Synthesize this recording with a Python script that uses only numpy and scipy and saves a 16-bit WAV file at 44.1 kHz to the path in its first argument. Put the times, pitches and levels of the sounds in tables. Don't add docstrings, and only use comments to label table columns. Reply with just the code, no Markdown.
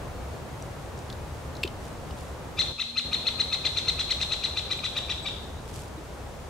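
import sys
import numpy as np
from scipy import signal
from scipy.fft import rfft, irfft, next_fast_len
from scipy.io import wavfile
from scipy.ndimage import uniform_filter1d, map_coordinates

SR = 44100
rng = np.random.default_rng(int(sys.argv[2]) if len(sys.argv) > 2 else 0)


def output_pcm(signal):
    pcm = np.clip(np.atleast_2d(signal).T, -1, 1) * 32767
    wavfile.write(sys.argv[1], SR, np.round(pcm).astype(np.int16))


N = 286209
TOP_HZ = 15720

# (frequency [Hz], relative density [dB])
RUMBLE_SPECTRUM = [(23, -38), (29, -32), (34, 0), (43, -16), (55, -4), (69, 3), (88, -4), (110, -5),
                   (150, -7), (200, -17.5), (350, -47)]
FOREST_SPECTRUM = [(100, -22), (200, 0), (330, -1.5), (500, 0.5), (750, -3), (1050, -5.5), (1500, -11),
                   (2200, -16.5), (4000, -25), (8000, -76)]
HISS_SPECTRUM = [(1000, 4), (4000, 3), (7000, 1), (9000, -2), (11000, -6), (13000, -9.5), (15000, -24),
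                 (15800, -26)]
HUSK_SPECTRUM = [(1500, -8), (3000, 1), (8000, 0), (11000, -4), (15000, -18)]
# (frequency [Hz], correlation [ratio])
STEREO_CORRELATION = [(60, 1), (130, 0.91), (290, 0.48), (640, 0.73), (1410, 0.42), (3100, 0.15),
                      (6820, 0.38), (15000, 0.15)]

# (time [s], level [dB], start [Hz], end [Hz], length [s])
WHISTLES = [(.1, -62, 4400, 4280, .16), (0.293, -62, 4330, 4270, .12), (5.221, -45.5, 8000, 7550, 0.04)]
# (time [s], level [dB], t60 [s])
SCRAPES = [(1.81, -48, .5), (2.16, -48, 0.65), (5.676, -45, .22), (5.728, -41.5, 0.28), (5.77, -43, 0.39)]
# (time [s], level [dB], ring pitch [Hz])
BILL_STRIKES = [(.624, -33, 5800), (.976, -40, 5400), (.9892, -36, 5040), (1.1005, -29, 3430),
                (1.1265, -31.5, 3770), (1.553, -35, 4050), (1.567, -33, 3950), (1.6323, -19, 2840),
                (1.6359, -13.5, 2660), (1.6386, -24, 3120), (1.652, -26, 2660), (1.6757, -27, 3030),
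                (2.1081, -35, 2940), (4.775, -35, 8000), (4.79, -32, 2420), (4.978, -35, 9500)]
# (multiple of ring pitch [ratio], level [dB], share of t60 [ratio])
HUSK_MODES = [(0.999, 3.5, 0.91), (1.75, -18, 0.88), (2.8, -10, 0.5)]
# (time [s], relative level [dB], pitch [Hz], t60 [s])
HEAD_KNOCKS = [(1.6465, -20, 366, .035), (5.975, -33, 320, .07)]

# (frequency [Hz], t60 [s])
TWIG_DECAY = [(1000, .2), (8000, 0.21)]
FOREST_DECAY = [(300, 0.23), (2000, 0.43), (3400, 0.71), (4200, 0.88), (8000, 0.47), (14000, 0.31)]
# (frequency [Hz], gain [dB])
FOLIAGE_GAIN = [(1200, -8), (2100, 5.5), (2600, 1.5), (3300, 10), (3750, 4.5), (3950, 0.5), (4170, 5),
                (5000, 4.5), (6200, 5), (8000, 12), (12000, -3)]
# (delay [s], gain [dB])
TRUNK_ECHOES = [(.0068, -10.5), (0.032, -21), (.043, -22), (.083, -15.5)]

# (time of arch top [s], level [dB])
TRILL_NOTES = [(2.601, -20.5), (2.8094, -26), (2.9818, -22.5), (3.139, -21.5), (3.2756, -21.5),
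               (3.406, -22), (3.5362, -22.5), (3.661, -21), (3.779, -21.5), (3.8897, -21), (4.002, -21),
               (4.114, -21), (4.2206, -21), (4.328, -22.5), (4.4473, -23.5), (4.5809, -25.5),
               (4.7189, -24.5), (4.8517, -25), (4.9756, -25), (5.1084, -26.5), (5.272, -30.5)]
NOTE_ARCH = [(-2, .59), (-1.2, .6), (-.9, .86), (-.5, .96), (-.05, 1), (.5, .98), (1.05, .9), (1.45, .77),
             (1.85, .58), (2.8, .42)]
# (offset from top [half-lengths], level [dB])
NOTE_SWELL = [(-3.5, -36), (-2.7, -24), (-1.8, -17), (-1.2, -10), (-.75, 1), (0, -1), (.85, 2), (1.35, -4),
              (1.8, -12), (2.8, -25)]
# (multiple of pitch [ratio], level [dB])
SYRINX_HARMONICS = [(1, -4), (2, 0), (3, -3.5), (4, -4), (5, -1), (6, -17)]
# (frequency [Hz], gain [dB])
THROAT_GAIN = [(900, -37), (1250, -0.5), (1700, -16.5), (2100, -12), (2500, 4), (3100, -5.5), (3700, 1),
               (4250, -0.5), (4900, -10), (6200, -18.5), (6900, -20.5), (7700, -20), (8700, -46),
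               (14000, -34)]
# (time [s], gain [dB])
TRILL_EDGE = [(2.6, 2.5), (2.81, -0.5), (3.15, -2), (3.7, 2.5), (4.3, 2.5), (5.3, 0)]


def amp(db):
    return 10 ** (np.asarray(db) / 20)


def unit(x):
    return x / np.sqrt(np.mean(x ** 2) + 1e-20)


def along(points, hz):
    knots_hz, values = np.transpose(points)
    return np.interp(np.log(hz + 1), np.log(knots_hz + 1), values)


def wobble(rate_hz, size):
    knots = rng.standard_normal(int(size * rate_hz / SR) + 4)
    return map_coordinates(knots, [np.arange(size) * rate_hz / SR])


def filtered(x, response):
    size = next_fast_len(N + SR // 2)
    return irfft(rfft(x, size) * response(np.fft.rfftfreq(size, 1 / SR)), size)[..., :N]


def add(track, start_s, sound):
    part = track[..., round(start_s * SR):][..., :sound.shape[-1]]
    part += sound[..., :part.shape[-1]]


def stereo_noise(spectrum):
    def mid_side_gain(hz):
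        angle = np.arccos(np.clip(along(STEREO_CORRELATION, hz), -1, 1)) / 2
        return amp(along(spectrum, hz)) * [np.cos(angle), np.sin(angle)]
    mid, side = filtered(rng.standard_normal((2, N)), mid_side_gain)
    return unit(np.array([mid + side, mid - side]))


def bursts(rows, rise_share):
    power, t = np.zeros(N), np.arange(SR) / SR
    for start_s, db, t60_s in rows:
        rise = 1 - np.exp(-t / (rise_share * t60_s))
        add(power, start_s, (amp(db - 60 * t / t60_s) * rise) ** 2)
    return np.sqrt(power)


def scatter(decay):
    hz, t, spectra = signal.stft(rng.standard_normal((2, SR)), SR, nperseg=256)
    tail = signal.istft(spectra * amp(-60 * t / along(decay, hz)[:, None]), SR, nperseg=256)[1]
    return tail / np.linalg.norm(tail, axis=1, keepdims=True)


def background(dip_start_s=2.72, dip_end_s=3.05, fade_s=.012, settle_s=.25):
    t = np.arange(N) / SR
    dip_db = -8.5 * np.clip(np.minimum(t - dip_start_s, dip_end_s - t) / fade_s, 0, 1)
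    after = np.clip((t - dip_start_s) / fade_s, 0, 1)
    forest_db = -41.5 - 1.46 * after + 1.5 * np.exp(-t / settle_s)
    rumble = amp(-39.5 - 2 * after + dip_db + .4 * wobble(4.9, N)) * stereo_noise(RUMBLE_SPECTRUM)
    forest = amp(forest_db + dip_db + .29 * wobble(14, N)) * stereo_noise(FOREST_SPECTRUM)
    hiss = amp(-52.5 + .33 * dip_db + .32 * wobble(8.6, N)) * stereo_noise(HISS_SPECTRUM)
    return (rumble + forest + hiss) * amp([[.4], [-.4]])


def distant_hum(hz=240, level_db=-49.5, peak_s=3.11, width_s=.4):
    pitch_hz = hz * (1 + .0155 * wobble(20, N))
    swell = np.exp(-((np.arange(N) / SR - peak_s) / width_s) ** 2 / 2)
    return swell * amp(level_db + .99 * wobble(17, N)) * np.sin(2 * np.pi * np.cumsum(pitch_hz) / SR)


def small_birds():
    out = np.zeros(N)
    for start_s, db, start_hz, end_hz, length_s in WHISTLES:
        pitch_hz = np.linspace(start_hz, end_hz, round(length_s * SR))
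        tone = np.sin(2 * np.pi * np.cumsum(pitch_hz) / SR)
        add(out, start_s, amp(db) * np.hanning(len(tone)) * tone)
    return out


def rustle(grain_db=4):
    grains = stereo_noise(HUSK_SPECTRUM) * amp(grain_db * wobble(500, N))
    return bursts(SCRAPES, rise_share=.034) * unit(grains)


def seed_head_pecks(tap_cycles=95, crack_cycles=38, attack_s=.00018, knock_attack_s=.0024):
    out, t = np.zeros(N), np.arange(SR // 8) / SR
    for start_s, db, hz in BILL_STRIKES:
        hardness = np.interp(db, [-28, -18], [0, 1])
        softness = 1.5 - hardness
        t60_s = (tap_cycles + hardness * (crack_cycles - tap_cycles)) / hz
        decay_db = -60 * t / t60_s
        ring = sum(np.sin(2 * np.pi * k * hz * t + .5 * wobble(780, len(t)))
                   * amp(mode_db + decay_db / t60_share)
                   for k, mode_db, t60_share in HUSK_MODES if k * hz < TOP_HZ)
        ring *= amp(-6 * softness)
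        band = signal.butter(2, [hz * .88, min(hz * 1.6, SR * .4)], "band", fs=SR, output="sos")
        grit = rng.standard_normal(len(t))
        crack = amp(-9) * unit(signal.sosfilt(band, grit))
        fizz = amp(-16 - 3 * softness) * grit
        peck = ring + (crack + fizz) * amp(decay_db)
        add(out, start_s, amp(db) * peck * (1 - np.exp(-t / attack_s)))
    for start_s, db, hz, t60_s in HEAD_KNOCKS:
        envelope = amp(db + 3.5 - 60 * t / t60_s) * (1 - np.exp(-t / knock_attack_s))
        add(out, start_s, -np.sin(2 * np.pi * hz * t) * envelope)
    echo = signal.fftconvolve(out[None], scatter(TWIG_DECAY), axes=1)[:, :N]
    return out * amp([[.5], [-.5]]) + amp(-15) * echo


def woods(sound, direct_db, right_db=-4.5, near_db=-9, near_t60_s=.029):
    near = amp(near_db) * scatter([(1000, near_t60_s)])[0]
    near[0] += amp(direct_db)
    for delay_s, db in TRUNK_ECHOES:
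        near[round(abs(delay_s + rng.normal(0, .0003)) * SR)] += amp(db)
    ears = np.array([near, amp(right_db) * np.roll(near, 1)])
    hz = np.fft.rfftfreq(len(near), 1 / SR)
    far = irfft(rfft(scatter(FOREST_DECAY)) * amp(along(FOLIAGE_GAIN, hz) - 8.5))
    return signal.fftconvolve(sound[None], ears + far * amp([[0], [-2]]), axes=1)


def syrinx_note(top_hz, half_s, lead_boost_db, edge_db, flutter_db=1):
    offset = np.arange(-4 * half_s, 3 * half_s, 1 / SR) / half_s
    size = len(offset)
    lead_in = np.clip(-2 * offset - 1.4, 0, 1)
    fall = np.clip(2 * (offset - 1), 0, 1)
    pitch_hz = top_hz * uniform_filter1d(np.interp(offset, *np.transpose(NOTE_ARCH)), size=70)
    pitch_hz *= 1 + (.0089 + .047 * lead_in) * wobble(706, size)
    phase = 2 * np.pi * np.cumsum(pitch_hz) / SR
    voice = sum(amp(db + edge_db * (k > 2) + along(THROAT_GAIN, k * pitch_hz)) * np.sin(k * phase)
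                for k, db in SYRINX_HARMONICS)
    rasp = amp(-23) * uniform_filter1d(rng.standard_normal(size), size=3)
    swell_db = np.interp(offset, *np.transpose(NOTE_SWELL), left=-120, right=-120)
    swell_db += lead_boost_db * (lead_in + .47 * fall)
    return (voice + rasp) * amp(swell_db + flutter_db * wobble(400, size))


def nuthatch(pitch_hz=2116.5, tires_s=4.0, sag_hz_per_s2=93.2, usual_gap_s=.13, trail_t60_s=.74):
    out, trails = np.zeros((2, N)), []
    gaps_s = np.gradient([top_s for top_s, db in TRILL_NOTES])
    for (top_s, db), gap_s in zip(TRILL_NOTES, gaps_s):
        top_hz = pitch_hz - sag_hz_per_s2 * max(top_s - tires_s, 0) ** 2
        half_s = .0077 * (gap_s / usual_gap_s) ** .54
        edge_db = np.interp(top_s, *np.transpose(TRILL_EDGE))
        lead_boost_db = -20.5 - db
        facing_db = .3 * (db + 20)
        note = syrinx_note(top_hz, half_s, lead_boost_db, edge_db)
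        heard = woods(note, direct_db=2 + facing_db)
        add(out, top_s - 4 * half_s, amp(db + .5 - facing_db) * heard)
        trails.append((top_s - 2 * half_s, db - 24, trail_t60_s))
    lingering_hiss = bursts(trails, rise_share=.031) * stereo_noise(HISS_SPECTRUM)
    return out + lingering_hiss


def scene():
    return nuthatch() + seed_head_pecks() + small_birds() + rustle() + distant_hum() + background()


def record(dry):
    return filtered(dry, lambda hz: hz < TOP_HZ)


dry = scene()
out = record(dry)
output_pcm(out)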